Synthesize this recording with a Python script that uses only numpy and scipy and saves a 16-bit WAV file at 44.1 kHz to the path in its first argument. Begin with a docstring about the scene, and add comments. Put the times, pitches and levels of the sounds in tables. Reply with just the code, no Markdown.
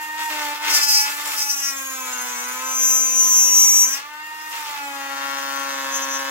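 """Rotary tool grinding a metal rod

A small workshop, a two-port microphone close to a cordless tool. The motor whines and sags under load.
The bit rasps and hisses with every turn, knocks as it skids, squeals when it binds, whistles once seated
in the cut and chatters on every second turn. Near 4 s it is lifted, spins up and is set down again."""
import sys
import numpy as np
from scipy import signal
from scipy.fft import rfft, irfft
from scipy.io import wavfile
from scipy.ndimage import uniform_filter1d, map_coordinates

SR = 44100
rng = np.random.default_rng(int(sys.argv[2]) if len(sys.argv) > 2 else 0)


def transcribe(signal):
    """Save signal, clipped to [-1, 1], as a 16-bit WAV file at the path in sys.argv[1]."""
    frames = np.atleast_2d(signal).T
    limited = np.clip(frames, -1, 1)
    pcm = np.round(limited * 32767).astype(np.int16)
    wavfile.write(sys.argv[1], SR, pcm)


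N = 278174
TIME = np.arange(N) / SR
HZ = np.fft.rfftfreq(N, 1 / SR)
RIM_HZ, RIM_HALF_WIDTH_HZ = 12940, 550  # high resonance of the bit that picks out overtones

# motor tones: t/s, unbalance hum/dB, third order/dB, whine/dB
MOTOR_LEVELS = [(0, -56, -37, -39), (.18, -54, -34.5, -41.5), (.2, -50.5, -30.5, -37), (.29, -59, -29, -41),
                (.31, -45, -35.5, -37.5), (.53, -46.5, -32, -34.5), (.55, -57, -41, -45),
                (.73, -47.5, -32, -28.5), (.785, -52, -45.5, -28), (.88, -52, -35, -33.5),
                (1.03, -55.5, -36, -31.5), (1.12, -54, -43, -37.5), (1.48, -54.5, -41, -41),
                (1.66, -50.5, -67, -35), (1.8, -48, -72, -37.5), (2.1, -48, -54, -38.5),
                (2.6, -47, -56, -39), (2.85, -47, -68, -38), (3.75, -47, -64, -42.5), (3.95, -50, -57, -36),
                (4.02, -68, -50, -51), (4.14, -61, -42.5, -41.5), (4.76, -60, -37, -47),
                (4.84, -47, -37, -36.5), (5.6, -43, -41.5, -45.5), (6.31, -42, -42.5, -48.5)]
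# whistle of the seated bit: t/s, lower partial/dB, upper partial/dB, sidebands/dB
WHISTLE_LEVELS = [(2.55, -90, -90, -90), (2.66, -41, -34, -37), (2.71, -48, -26, -38),
                  (2.77, -36, -20, -31), (2.85, -27, -15.5, -26), (2.96, -27, -16, -26),
                  (3.03, -37, -17, -30.5), (3.14, -25, -21.5, -32.5), (3.21, -22, -12.5, -27.5),
                  (3.28, -23, -16, -26), (3.37, -16, -14, -23), (3.43, -18, -16, -22.5),
                  (3.5, -16.5, -25, -26), (3.58, -14, -10, -23.5), (3.69, -14.5, -13, -23),
                  (3.845, -14.5, -15, -26), (3.88, -43, -34, -48), (3.98, -90, -90, -90)]


def gain_of(db):
    """Decibels to amplitude."""
    return 10 ** (np.asarray(db) / 20)


def unit_rms(x):
    """Scale to an rms of 1."""
    return x / np.sqrt(np.mean(x ** 2) + 1e-20)


def at_hz(points, hz):
    """Interpolate a table over log frequency."""
    f, value = np.transpose(points)
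    return np.interp(np.log(hz + 1), np.log(f + 1), value)


def colour(x, spectrum):
    """Filter by a table of gains, then scale to rms 1."""
    return unit_rms(irfft(rfft(x) * gain_of(at_hz(spectrum, HZ)), N))


def wander(rate_hz):
    """Random drift of rms 1, up to the given rate."""
    return unit_rms(irfft(rfft(rng.standard_normal(N)) / (1 + (HZ / rate_hz) ** 4), N))


def curves(rows):
    """Each column of a table, joined by straight lines in time."""
    times, *columns = np.transpose(rows)
    return [np.interp(TIME, times, c) for c in columns]


def sum_db(*levels):
    """Joint level of unrelated sounds."""
    return 10 * np.log10(sum(gain_of(db) ** 2 for db in levels) + 1e-20)


def events(rows, attack_s=0.045, release_s=0.04):
    """Swell, hold and fade (times per 20 dB): joint level, then other columns weighted by amplitude."""
    start, end, db, *columns = np.transpose(rows)[:, :, None]
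    db = db - 20 * (np.maximum(start - TIME, 0) / attack_s + np.maximum(TIME - end, 0) / release_s)
    weight = gain_of(db - db.max(0))
    return [sum_db(*db)] + [(weight * c).sum(0) / weight.sum(0) for c in columns]


def ports(x):
    """The tool lies off to one side, so the microphone's ports hear different delay and shading."""
    # phase between the ports: f/Hz, lag of the left/rad
    lag = [(20, 0), (250, -0.4), (1000, 0.51), (1500, 2), (1900, 1.23), (2600, 1.72), (4400, 2.5),
           (5200, 2), (5850, 4.5), (6150, 4), (6400, 4.5), (7000, 4.5), (9000, 4.5), (12000, 6),
           (15000, 12.5)]
    # shading: f/Hz, left minus right/dB
    balance = [(20, 8), (270, -4), (520, 4.5), (1000, -5), (1500, 5), (2100, -1.5), (2600, 5.5),
               (4200, -1.5), (5500, 4.5), (6500, 1.5), (7400, 7), (9000, -2.5), (12500, -3), (15000, 0)]
    delay = np.exp(-1j * at_hz(lag, HZ))
    lean = gain_of(at_hz(balance, HZ) / 2)
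    return irfft(rfft(x) * np.array([delay * lean, 1 / lean]), N)


def background(noise_db=-72, mains_hz=60, mains_db=-78):
    """Faint room tone and mains hum."""
    # room tone: f/Hz, level/dB
    spectrum = [(20, -15), (45, 2), (60, 6.5), (120, -1.5), (250, 7.5), (1000, -56), (16000, -39)]
    mid, side = (colour(rng.standard_normal(N), spectrum) for _ in range(2))
    mains = gain_of(mains_db) * np.sin(2 * np.pi * mains_hz * TIME)
    return gain_of(noise_db) * (mid + 0.41 * np.array([side, -side])) + mains


def workshop(x, early_boost=2.96, early_s=0.012, length=12000):
    """Bench and boxes throw back dense early echoes and a short tail, different at each port."""
    # colour of the echoes: f/Hz, level/dB
    spectrum = [(200, -2), (600, -4), (1000, 0), (2000, 0.5), (6000, -4), (9000, -2.5), (15000, 1.5)]
    # reverberation time: f/Hz, t60/s
    decay = [(200, 0.063), (2000, 0.2), (8000, 0.33), (16000, 0.048)]
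    t = np.arange(length) / SR
    taps = rng.standard_normal((2, length)) * (rng.random((2, length)) < .1) * (t > .001)
    taps *= 1 + early_boost * np.exp(-t / early_s)
    hz, age, bands = signal.stft(taps, SR, nperseg=256)
    bands = bands * gain_of(-60 * age / at_hz(decay, hz)[:, None])
    tail = signal.istft(bands, SR, nperseg=256)[1]
    tail /= np.linalg.norm(tail, axis=1, keepdims=True)
    wet = signal.fftconvolve(x, tail, axes=1)[:, :N]
    return irfft(rfft(wet) * gain_of(at_hz(spectrum, HZ)), N)


def shaft_tone(turns, order, db, flutter_db):
    """One multiple of the shaft rate, fluttering in level."""
    amplitude = np.sqrt(2) * gain_of(db + flutter_db * wander(33))
    return amplitude * np.sin(2 * np.pi * (order * turns + rng.random()))


def hum(turns):
    """Unbalance shakes the tool once a turn; the second order grows faster when it is pressed down."""
    db = curves(MOTOR_LEVELS)[0]
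    return shaft_tone(turns, 1, db, flutter_db=1.06) + shaft_tone(turns, 2, 2 * db + 45.5, flutter_db=1)


def whine(turns, speed, load):
    """Commutator and fan orders: load shifts their weights, and each swells near a shell resonance."""
    # whine partials: shaft order, running free/dB, under load/dB
    weights = [(5, -2.5, -15), (6, -4, -6), (7, -13.5, -14), (8, -10.5, -16.5), (9, -7.5, -8.5),
               (10, -24, -10.5), (11, -13, -16.5), (12, -18, -16), (13, -28, -13), (14, -21, -30),
               (15, -12.5, -23), (16, -22, -19), (17, -31, -30), (18, -21, -52), (23, -27, -16),
               (24, -19, -32), (27, -20, -7)]
    # resonances of the tool's shell: f/Hz, half width/Hz, boost/dB
    shell = [(1031, 4, 8), (1868, 39, 7.5), (2250, 168, 5)]
    _, third_db, whine_db = curves(MOTOR_LEVELS)
    partials = [(3, third_db + 0.5), (4, -46 + 4 * load)]
    partials += [(round(k), whine_db + free + load * (loaded - free)) for k, free, loaded in weights]
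    out = 0
    for order, level in partials:
        boost_db = sum(db / (1 + ((order * speed - hz) / width) ** 2) for hz, width, db in shell)
        out = out + shaft_tone(turns, order, level + boost_db, flutter_db=1.36)
    return out


def singing(width_hz=45):
    """Light rubbing keeps one narrow mode of the bit ringing."""
    # light rubs: start/s, end/s, level/dB, f/Hz
    rubs = [(1.77, 1.81, -36.5, 6510), (1.84, 1.98, -36, 6560), (2.02, 2.07, -41.5, 6400),
            (2.13, 2.29, -35, 6406), (2.3, 2.62, -37, 6095), (5.3, 6.31, -41, 6146)]
    db, hz = events(rubs)
    drive = wander(width_hz) + 1j * wander(width_hz)
    return gain_of(db) * (drive * np.exp(2j * np.pi * np.cumsum(hz) / SR)).real


def rod(knocks):
    """The rod and its holder ring after each knock."""
    # their modes: f/Hz, width/Hz, level/dB
    modes = [(142, 48, -36), (931, 94, 1), (1086, 65, 0), (1280, 160, -1), (1726, 150, 0.5),
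             (1940, 280, -11), (2125, 108, -4.5), (2610, 240, -12.5), (3190, 270, -8), (4300, 3300, -15)]
    body = 0
    for k, (hz, width, db) in enumerate(modes):
        weight = (-1) ** k * gain_of(db) * np.minimum(HZ / hz, 1) ** 0.61
        body = body + weight / (1 + 1j * (HZ ** 2 - hz ** 2) / (width * HZ + 1))
    return unit_rms(irfft(rfft(knocks) * body, N))


def chatter(turns, db, even_harmonic_cut=0.076, slip_turns=0.0039, unevenness=0.13):
    """An uneven knock on every second turn rings the rod, its whole-turn harmonics slightly softer."""
    turns = turns + slip_turns * wander(150)
    knocks = sum((1 - even_harmonic_cut * (-1) ** k) * np.cos(np.pi * k * turns) for k in range(1, 50))
    return rod(knocks * (1 + unevenness * wander(110))) * gain_of(db + 3.5)


def skidding(turns, db, hit_share=0.65, scatter_db=3.5, slip_turns=0.1):
    """The skidding bit catches the rod on some turns and misses on others, with knocks of uneven size."""
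    # how hard a knock drives the rod: f/Hz, level/dB
    spectrum = [(200, -28), (550, -13), (900, -7), (1700, -5), (2300, 8.5), (3300, 4), (5000, 6),
                (9000, -7), (16000, -19)]
    turn = np.maximum.accumulate(np.floor(turns + slip_turns * wander(150)))
    hits = np.diff(turn, prepend=turn[0]) * (rng.random(N) < hit_share)
    knocks = hits * gain_of(scatter_db * np.minimum(rng.standard_normal(N), 1.5))
    return colour(rod(knocks), spectrum) * gain_of(db - 3.5)


def squeal(turns, speed, load, db, hz, scatter, bend=0.11, arch=15.5, overtone_db=-12):
    """Stick-slip on the wall of the cut rings once a turn; light load makes short, widely swept rubs."""
    shortness = 9.2 - 7 * load
    turn, angle = turns.astype(int), turns % 1 - .5
    slip, jolt = rng.standard_normal((turn[-1] + 1, 2)).T
    cycles = hz * angle / speed + bend * shortness ** 2 * angle ** 2 + arch * angle * (angle ** 2 - .05)
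    phase = 2 * np.pi * cycles + scatter * (0.24 * slip[turn] + .5 * wander(510))
    burst = np.abs(np.cos(np.pi * angle)) ** shortness * shortness ** 0.45
    burst *= gain_of(3 * scatter * jolt[turn])
    ring = unit_rms(burst * np.sin(phase))
    # the overtone comes late in each rub, and mostly from long, full rubs
    overtone = unit_rms(burst * np.exp(3 * angle) * np.sin(2 * phase + 2 * np.pi * 3 * turns)) / shortness
    overtone = irfft(rfft(overtone) / (1 + 1j * (HZ - RIM_HZ) / RIM_HALF_WIDTH_HZ), N)
    return (ring + gain_of(overtone_db) * overtone) * gain_of(db + 0.39 * wander(25))


def whistle(turns, speed, lower_order=23, upper_order=24, sway_db=2, sweep=0.42):
    """Deep in the cut the bit's ring locks to the shaft: two partials, sidebands and a high overtone."""
    # sidebands from each turn's rub: shaft order, level/dB
    sidebands = [(20, -24), (21, -10), (22, -3), (25, 0), (26, 2.5), (27, -8), (28, -4.5), (29, -9),
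                 (30, -17), (31, -17), (32, -29)]
    lower_db, upper_db, sides_db = curves(WHISTLE_LEVELS)
    partials = [(lower_order, lower_db), (upper_order, upper_db)]
    partials += [(round(k), sides_db + db + sway_db * wander(15)) for k, db in sidebands]
    for k in range(45, 56):
        rim_db = -20 * np.log10(1 + ((k * speed - RIM_HZ) / RIM_HALF_WIDTH_HZ) ** 2)
        partials.append((k, sides_db - 5 + rim_db + sway_db * wander(34)))
    out = 0
    for k, db in partials:
        phase = 2 * np.pi * k * turns + sweep * (k - upper_order) ** 2
        out = out + gain_of(db - 2.5) * np.cos(phase)
    return np.sqrt(2) * out


def grit(turns, spectrum, memory, grain_db, throb, scattered_share, grains=160):
    """The grains round the rim strike again every turn, slowly wearing; the high side bites hardest."""
    def strikes():
        fresh = rng.standard_normal((int(turns[-1]) + 40, grains))
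        rim = signal.lfilter([1], [1, -memory], fresh, axis=0)[30:]
        rim *= gain_of(grain_db * rng.standard_normal(rim.shape))
        passing = map_coordinates(rim.ravel(), [turns * grains], order=3)
        return colour(passing * np.exp(-throb * np.cos(2 * np.pi * turns)), spectrum)

    direct = ports(strikes())
    scattered = ports(strikes()) * np.array([[1], [-1]])  # arrives from all round the cut
    return np.sqrt(1 - scattered_share) * direct + np.sqrt(scattered_share) * scattered


def abrasion(load, bind_db, chatter_db, skid_db, contact_db=-45):
    """Rasp and hiss levels: skids and bounces add rasp, and a binding bit tears off more chips."""
    # how hard the grit cuts: t/s, hiss level/dB
    cutting = [(0, -43.5), (.18, -45.5), (.21, -38.5), (.45, -38.5), (.6, -46), (.7, -34), (1.05, -33),
               (1.22, -37), (1.27, -33), (1.75, -38), (2.65, -39), (3.96, -35), (4.02, -57), (4.42, -49),
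               (4.56, -40.5), (4.8, -46.5), (5.55, -41.5), (6.31, -44)]
    cut_db, = curves(cutting)
    lifted_db = 0.29 * np.minimum(cut_db - contact_db, 0)  # the rasp fades as the bit lifts
    rasp_db = sum_db(-39.5 + 0.5 * load + lifted_db, skid_db - 3, chatter_db - 6)
    hiss_db = sum_db(cut_db, bind_db - 3 - 17 * load)
    return rasp_db, hiss_db


def grinding(turns, load, rasp_db, hiss_db):
    """Grit shakes the rod with a rasp and tears off chips with a hiss; both buzz in steady contact."""
    # rasp of the rod: f/Hz, level/dB
    rasp_spectrum = [(20, -44), (100, -24), (250, -19), (450, -6.5), (650, -10.5), (850, 1), (1500, -1.5),
                     (2000, -2), (2700, -3.5), (3400, -5), (4300, -8.5), (6500, -10), (9000, -27),
                     (16000, -11.5)]
    # hiss of the chips: f/Hz, level/dB
    hiss_spectrum = [(1500, -31.5), (3000, -4), (4000, -17), (5300, 3), (7400, 5), (8500, 0), (10000, -0.5),
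                     (11500, 1.5), (12600, 6), (14000, -3.5), (15800, 5)]
    # each turn repeats the last best when the bit is loaded and the rod is still
    repeats = np.clip(1 - (rasp_db + 41) / 11, .1, 1) * (0.41 + .55 * load ** 2)
    bite = wander(85)
    coarse = grit(turns, rasp_spectrum, memory=0.37, grain_db=4.5, throb=0.29, scattered_share=0.28)
    buzz = grit(turns, rasp_spectrum, memory=0.9, grain_db=1, throb=0.36, scattered_share=0.3)
    rasp = np.sqrt(repeats) * buzz + np.sqrt(1 - repeats) * coarse
    loose = grit(turns, hiss_spectrum, memory=0, grain_db=-2, throb=0.078, scattered_share=1)
    steady = grit(turns, hiss_spectrum, memory=0.904, grain_db=-1.5, throb=0.29, scattered_share=0.22)
    hiss = np.sqrt(repeats) * steady + np.sqrt(1 - repeats) * loose
    return rasp * gain_of(rasp_db - 1 + 0.38 * bite) + hiss * gain_of(hiss_db + 4 + 1.65 * bite)


def scene(free_hz=298.5, loaded_hz=255.6, inertia_s=0.045):
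    """One shaft drives the tool's sounds, its sag telling the load; tones arrive drier than grinding."""
    # shaft speed: t/s, f/Hz
    shaft = [(0.0, 305.1), (0.25, 310.1), (0.49, 292.5), (0.67, 302.1), (0.8, 291.3), (1.04, 284.9),
             (1.23, 296.2), (1.52, 283.1), (1.57, 279.3), (1.72, 273.9), (2.13, 251.7), (2.39, 244.3),
             (2.66, 259.7), (3.05, 259.5), (3.7, 254.7), (3.85, 255.7), (4.08, 297.9), (4.24, 306.8),
             (4.53, 309.1), (4.84, 282.6), (5.02, 275.8), (5.65, 274.7), (5.9, 270.5), (6.31, 272.0)]
    # the bit binds in the cut: start/s, end/s, squeal level/dB, f/Hz, turn-to-turn scatter (factor)
    binds = [(.705, .725, -27, 5650, 0.58), (.745, .775, -19, 5580, 0.45), (.818, .84, -20.5, 5600, 0.77),
             (.888, .955, -17, 5500, 0.21), (.97, 1.015, -19, 5460, 0.14), (1.035, 1.06, -29, 5400, 0.87),
             (1.39, 1.422, -23, 5700, 0.55), (1.44, 1.453, -32, 5800, 0.51),
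             (1.498, 1.512, -21.5, 5700, 0.54), (1.53, 1.543, -28, 6000, 0.43),
             (1.58, 1.6, -25.5, 6100, 0.44), (1.632, 1.688, -21.5, 5850, .15), (1.79, 2.64, -42, 6700, 0.3),
             (3.86, 3.903, -21.5, 6240, 0.35), (3.925, 3.94, -23.5, 5870, 0.5),
             (3.955, 3.968, -38, 4970, 0.64), (4.417, 4.422, -45, 5800, 1.06),
             (5.945, 5.97, -25, 6440, .08), (6.025, 6.04, -28.5, 6350, .12),
             (6.11, 6.17, -29.5, 6280, 0.14)]
    # the bit bounces on every second turn: start/s, end/s, level/dB
    bounces = [(2.07, 2.715, -39), (4.96, 5.14, -38.5), (5.19, 6.31, -33)]
    # the bit skids without seating: start/s, end/s, level/dB
    skids = [(.19, .22, -32.5), (.305, .425, -29.5), (.44, .55, -32.5), (.63, .665, -27),
             (.672, .785, -26.5), (.82, .84, -47), (.9, 1.0, -35.5), (1.06, 1.078, -29.5),
             (1.09, 1.11, -35.5), (1.18, 1.21, -30.5), (1.225, 1.25, -41), (1.262, 1.35, -32),
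             (1.39, 1.412, -37), (3.945, 3.975, -34), (4.528, 4.538, -32.5), (4.56, 4.615, -36),
             (4.655, 4.775, -34)]
    speed = uniform_filter1d(curves(shaft)[0], int(inertia_s * SR), mode="nearest")
    load = np.clip((free_hz - speed) / (free_hz - loaded_hz), 0, 1)
    turns = np.cumsum(speed * (1 + 0.0008 * wander(38.4))) / SR
    bind_db, bind_hz, scatter = events(binds)
    chatter_db, = events(bounces, attack_s=0.15, release_s=0.12)
    skid_db, = events(skids, attack_s=0.035, release_s=0.13)
    motor = hum(turns) + whine(turns, speed, load)
    rubbing = squeal(turns, speed, load, bind_db, bind_hz, scatter) + singing()
    direct = ports(motor + rubbing + chatter(turns, chatter_db) + skidding(turns, skid_db))
    seated = ports(whistle(turns, speed))
    grip_db = sum_db(bind_db, *curves(WHISTLE_LEVELS))
    rasp_db, hiss_db = abrasion(load, grip_db, chatter_db, skid_db)
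    rough = grinding(turns, load, rasp_db, hiss_db)
    echoes = workshop(rough + gain_of(-3) * direct + gain_of(-7) * seated)
    return direct + seated + rough + echoes + background()


def record(dry):
    """The recorder cuts off the top treble."""
    lowpass = signal.firwin(511, cutoff=15800, window=("kaiser", 9), fs=SR)
    return signal.oaconvolve(dry, lowpass[None], "same")


dry = scene()
out = record(dry)
transcribe(out)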